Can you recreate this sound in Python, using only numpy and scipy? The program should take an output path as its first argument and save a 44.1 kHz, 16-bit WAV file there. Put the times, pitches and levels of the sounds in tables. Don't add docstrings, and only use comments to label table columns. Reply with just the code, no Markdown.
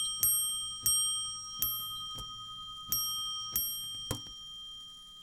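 import sys
import numpy as np
from scipy import signal
from scipy.fft import rfft, irfft, next_fast_len
from scipy.io import wavfile
from scipy.ndimage import map_coordinates

SR = 44100
rng = np.random.default_rng(int(sys.argv[2]) if len(sys.argv) > 2 else 0)


def inscribe(sig):
    pcm = np.round(np.clip(np.atleast_2d(sig).T, -1, 1) * 32767)
    wavfile.write(sys.argv[1], SR, pcm.astype(np.int16))


N = 230246
TIME = np.arange(N) / SR

# (pitch [Hz], twin offset [Hz], twin level [dB], t60 [s], first swell of the beat [s])
DOME_PAIRS = [(1258.675, -10.371, -10.8, 32, .01), (3179.031, -1.39, -6.1, 9.9, .28),
              (5609.358, 1.451, -8.4, 3, .653), (8445.97, .77, -2.8, 1, .54),
              (11660.8, 1.7, -6.8, .65, .22)]
# (time [s], contact level [dB], then five pair levels, low to high [dB])
STRIKES = [ (-.3908, -10, -53.9, -34.5, -36.5, -16.4, -14.5),
           (.23096, -5.5, -51.7, -38.2, -40.5, -23.1, -26), (.86, -10.5, -50.4, -36.6, -34.7, -23.6, -35.6),
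           (1.62333, -8, -51.2, -37.9, -49.5, -39.7, -29.7),
           (2.92241, -10.5, -57.9, -39.6, -36.6, -35.9, -32.7),
           (3.5576, -10, -49.4, -46.3, -47.7, -35.2, -30.2)]
BUILD_UP_CYCLES = 3

def bell():
    out = np.zeros(N)
    for s, _, *levels in STRIKES:
        age = np.maximum(TIME - s, 0)
        for db, (hz, offset_hz, twin_db, t60, first_swell) in zip(levels, DOME_PAIRS):
            cycles = hz * age
            twin_cycles = cycles + offset_hz * (age - first_swell)
            pair = np.sin(2 * np.pi * cycles) + amp(twin_db) * np.sin(2 * np.pi * twin_cycles)
            attack = 1 - np.exp(-cycles / BUILD_UP_CYCLES)
            out += amp(db) * attack * fade(age, t60) * pair
    return np.sqrt(2) * out


PING_HZ = [6934, 12285, 13333, 13867, 15255]
# (level [dB], t60 [s])
PING_DECAYS = [(-41, 0.069), (-27, 0.14), (-42, .11), (-42, 0.075), (-26.5, 0.067)]
# (frequency [Hz], level [dB])
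CONTACT_EQ = [(200, -28), (700, -37), (1300, -6.5), (2500, -14.5), (4500, -17), (6000, 1.5), (7800, -1),
              (10000, -10), (12500, -1), (15500, -8.5)]
REBOUND_S, REBOUND_DB = .00112, -8

def hammer():
    out, t = np.zeros(N), TIME[:SR // 2]
    modes = [(hz, db, t60) for hz, (db, t60) in zip(PING_HZ, PING_DECAYS)]
    for s, contact_db, *_ in STRIKES:
        touch = impact(t, CONTACT_EQ, chatter=.17, chatter_t60=.005, tail_db=-37, tail_t60=.06)
        touch *= amp(contact_db)
        add(out, s, touch + ring(modes, t, scatter_db=.5))
        add(out, s + REBOUND_S, amp(REBOUND_DB) * touch)
    return out


# (time [s], knock level [dB], click level [dB])
KNOCKS = [(2.181, -33, -35), (2.1865, -32, -25.5), (2.195, -35, -30), (4.1087, -11, -13.5),
          (4.1127, -22.5, -26), (4.1482, -42, -24), (4.1691, -40, -31)]
# (pitch [Hz], level [dB], t60 [s])
FRAME_MODES = [(106.5, -7, 0.27), (128.4, -8, 0.19), (250.5, -17.5, 0.24), (294.3, -15, 0.27),
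               (349, -19, .12), (524, -16, 0.11), (734, -21, 0.041), (882, -20, 0.046), (1040, -21, 0.035),
               (1390, -20, 0.06), (1750, -26, .04), (1980, -26, 0.05), (2460, -31, 0.033)]
# (frequency [Hz], level [dB])
KNOCK_EQ = [(25, -34), (70, -24), (200, 11), (490, 8), (640, -2), (780, 5), (1020, 9.5), (1500, -6),
            (2200, -9.5), (4500, -10), (9000, -41)]
# (frequency [Hz], level [dB])
CLICK_EQ = [(1500, -39), (4500, -8), (7200, 3.5), (9000, 2), (11500, -1), (15500, -9)]

def knocks():
    out, t = np.zeros(N), TIME[:SR // 2]
    for s, knock_db, click_db in KNOCKS:
        clunk = impact(t, KNOCK_EQ, chatter=.11, chatter_t60=.014, tail_db=-30, tail_t60=.2)
        click = impact(t, CLICK_EQ, chatter=.15, chatter_t60=.015, tail_db=-27.5, tail_t60=.08)
        frame = amp(-14) * ring(FRAME_MODES, t, scatter_db=1.5)
        add(out, s, amp(knock_db) * (clunk + frame) + amp(click_db) * click)
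    return out


# (time [s], sway level [dB], shudder level [dB])
DROPS = [(0.229, -46, -50.5), (0.859, -44, -49), (1.623, -43.5, -49.5), (2.185, -43, -47.5),
         (2.922, -45.5, -46.5), (3.557, -45, -45.5), (4.281, -50, -61)]
# (frequency [Hz], level [dB])
SHUDDER_EQ = [(40, -26), (78, -15), (106, 6), (135, -6), (190, -10), (300, -11), (450, -18), (800, -43)]
# (frequency [Hz], level [dB])
RATTLE_EQ = [(150, -17), (400, 6), (900, -1), (2000, -4), (5000, -8), (9000, -14), (15000, -54)]
SWAY_HZ, RATTLE_VS_SHUDDER_DB = 52, -13

def lever():
    shudder, rattle, sway = np.zeros((3, N))
    for s, sway_db, shudder_db in DROPS:
        t = TIME - s
        sliding = np.clip((t + .038) / .0092, 0, 1)
        rattle += amp(shudder_db + RATTLE_VS_SHUDDER_DB) * sliding * swell(t + .0055, rise=.11, fall=.034)
        shudder += amp(shudder_db) * sliding * swell(t - .016, rise=.11, fall=.029)
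        sway += amp(sway_db) * np.exp(-((t - .023) / .022) ** 2) * np.sin(2 * np.pi * SWAY_HZ * t)
    shudder *= noise(SHUDDER_EQ)
    rattle *= unit(noise(RATTLE_EQ) * amp(4.4 * wobble(250)))
    return sway + shudder + rattle


# (time [s], level [dB])
CATCHES = [(0.494, -38.5), (1.250, -39), (1.354, -44), (1.801, -38), (3.185, -37), (3.669, -38.5),
           (3.84, -39.5), (3.948, -37), (4.268, -32)]
# (frequency [Hz], level [dB])
CATCH_EQ = [(40, 0), (130, 8), (250, 10), (500, 3), (1050, -1), (2500, -3.5), (4500, -10), (9000, -14),
            (15000, -22)]

def catches():
    out, t = np.zeros(N), TIME[:SR // 2]
    for s, db in CATCHES:
        tick = impact(t, CATCH_EQ, chatter=.12, chatter_t60=.014, tail_db=-33, tail_t60=.12)
        frame = amp(-17) * ring(FRAME_MODES, t, scatter_db=1.5)
        add(out, s, amp(db) * (tick + frame))
    return out


# (peak time [s], length [s], pitch [Hz], level [dB], pitch jitter [Hz])
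SQUEAKS_AND_GOVERNOR = [(0.059, 0.028, 3960, -49.5, 250), (1.972, .026, 3970, -58.5, 70),
                        (1.998, 0.067, 3930, -64, 22), (2.125, 0.034, 3960, -64, 35),
                        (3.88, .45, 2150, -84, 16)]

def squeaks_and_governor():
    out = np.zeros(N)
    for s, length, hz, db, jitter_hz in SQUEAKS_AND_GOVERNOR:
        pitch = hz + jitter_hz * wobble(700)
        partials = tone(pitch) + amp(-10) * tone(2 * pitch) + amp(-14) * tone(2.75 * pitch)
        out += amp(db) * np.exp(-(2 * (TIME - s) / length) ** 2) * partials
    return out


# (multiple of the mesh rate [ratio], level [dB])
WHINE_TONES = [(.57, -94), (1, -84.5), (1.16, -87.5), (2, -81.5), (2.5, -83.5), (4.022, -84)]
# (frequency [Hz], level [dB])
RUMBLE_EQ = [(20, 7), (45, 8), (75, -7), (120, 0), (155, 1), (182, 3), (215, -6.5), (245, -2.5), (290, -14),
             (420, -19.5), (800, -50.5)]
MESH_HZ, MESHES_PER_HUM_CYCLE = 1626, 15
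RACE_HZ, RACE_S, RACE_DB = 32, .17, 4
SAG_HZ, SAG_S = 32, .06
IDLE_AT_S, RELAX_S = 4.3, .12
HUM_DB, RUMBLE_DB = -67.5, -61.3
IDLE_HUM_DB, IDLE_RUMBLE_DB = -13, -3
WHINE_DB_PER_HUM_DB = .33

def motor():
    race = surges(DROPS[:-1], RACE_S)
    idle = np.clip((TIME - IDLE_AT_S) / RELAX_S, 0, 1)
    mesh_hz = MESH_HZ + RACE_HZ * race - SAG_HZ * surges(CATCHES, SAG_S)
    effort_db = RACE_DB * race + IDLE_HUM_DB * idle
    hum_hz = mesh_hz / MESHES_PER_HUM_CYCLE + 3 * wobble(18)
    hum = amp(HUM_DB + effort_db + 2.4 * wobble(10)) * tone(hum_hz)
    whine_hz = mesh_hz + 6 * wobble(30)
    whine = sum(amp(db + 3.3 * wobble(12)) * tone(multiple * whine_hz) for multiple, db in WHINE_TONES)
    whine *= amp(WHINE_DB_PER_HUM_DB * effort_db)
    rumble = amp(RUMBLE_DB + IDLE_RUMBLE_DB * idle + 1.4 * wobble(12)) * noise(RUMBLE_EQ)
    return hum + whine + rumble + gears(idle)


# (frequency [Hz], level [dB])
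HISS_EQ = [(200, -2), (450, -6), (700, -10), (1400, -12.5), (1900, -6), (2700, -20.5), (3400, -1),
           (4100, -10), (4400, -6.5), (6200, -6), (7000, 0), (8400, -10), (9100, -6.5), (10400, -12),
           (11000, -13), (15500, -12.5)]
# (centre [Hz], width [Hz], level within the gear mix [dB])
WHIRR_BANDS = [(3264, 61, -13.5), (3980, 120, -16), (6820, 220, -12), (7230, 180, -14.5),
               (9050, 210, -13.5), (10340, 200, -15.5)]
GEAR_MIX_DB, IDLE_TICKS_DB = -63.2, -2

def gears(idle):
    hiss = amp(-4) * unit(noise(HISS_EQ) * amp(2.3 * wobble(240) + .6 * wobble(25)))
    resonances = sum(amp(db) * whirr(hz, width_hz) for hz, width_hz, db in WHIRR_BANDS)
    ticks = amp(-7 + IDLE_TICKS_DB * idle) * teeth(rate=91, spread_db=3.5)
    return amp(GEAR_MIX_DB) * (hiss + resonances + ticks)


def whirr(hz, width_hz):
    band = [(hz + widths * width_hz, db) for widths, db in zip((-4, -1, 0, 1, 4), (-40, -10, 0, -10, -40))]
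    return unit(noise(band) * amp(2.8 * wobble(7.8)))


# (frequency [Hz], level [dB])
TOOTH_EQ = [(4000, -22), (6000, -1), (6900, -4), (8200, -3.5), (9200, 3.5), (10400, -7), (11500, -15),
            (15000, -10)]

def teeth(rate, spread_db):
    hits = rng.random(N) < rate / SR * amp(5 * wobble(8))
    sizes = hits * amp(spread_db * np.clip(rng.standard_normal(N), -2, 2))
    envelope = signal.fftconvolve(sizes, fade(TIME[:SR // 50], t60=.0047))[:N]
    return unit(envelope * noise(TOOTH_EQ))


def impact(t, eq, chatter, chatter_t60, tail_db, tail_t60):
    scatter = chatter * fade(t, chatter_t60) + amp(tail_db) * fade(t, tail_t60)
    return coloured((t == 0) + scatter * rng.standard_normal(len(t)), eq)


def ring(modes, t, scatter_db):
    return sum(amp(db + scatter_db * rng.standard_normal()) * np.sin(2 * np.pi * hz * t) * fade(t, t60)
               for hz, db, t60 in modes)


def tone(hz):
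    return np.sqrt(2) * np.sin(2 * np.pi * np.cumsum(hz) / SR)


def noise(eq):
    return unit(coloured(rng.standard_normal(N), eq))


def coloured(x, eq, size=8192):
    eq_hz, db = np.transpose(eq)
    hz = np.fft.rfftfreq(size, 1 / SR)
    gain = amp(np.interp(np.log(hz + 1), np.log(eq_hz), db))
    cepstrum = irfft(np.log(gain))
    response = irfft(np.exp(rfft(2 * cepstrum[:size // 2], size)))
    return signal.fftconvolve(x, response / np.linalg.norm(response))[:len(x)]


def wobble(rate):
    return map_coordinates(rng.standard_normal(int(N * rate / SR) + 4), [TIME * rate])


def fade(t, t60):
    return (t >= 0) * np.exp(-np.log(1000) * np.abs(t) / t60)


def swell(t, rise, fall):
    return np.exp(np.minimum(t / rise, -t / fall))


def surges(events, top_s):
    ages = [np.maximum(TIME - s, 0) / top_s for s, *_ in events]
    return sum(age * np.exp(1 - age) for age in ages)


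def add(track, s, sound):
    start = round(s * SR)
    if 0 <= start < N:
        track[start:start + len(sound)] += sound[:N - start]


def amp(db):
    return 10 ** (np.asarray(db) / 20)


def unit(x):
    return x / np.sqrt(np.mean(x ** 2) + 1e-20)


def scene():
    return (bell() + hammer() + knocks() + lever() + catches() + squeaks_and_governor() + motor())[None]


HIGH_CUT_HZ = 15900

def record(dry):
    size = next_fast_len(N + SR // 2)
    hz = np.fft.rfftfreq(size, 1 / SR)
    gain = 1 / np.sqrt(1 + (hz / HIGH_CUT_HZ) ** 120)
    return irfft(rfft(dry, size) * gain, size)[:, :N]


dry = scene()
out = record(dry)
inscribe(out)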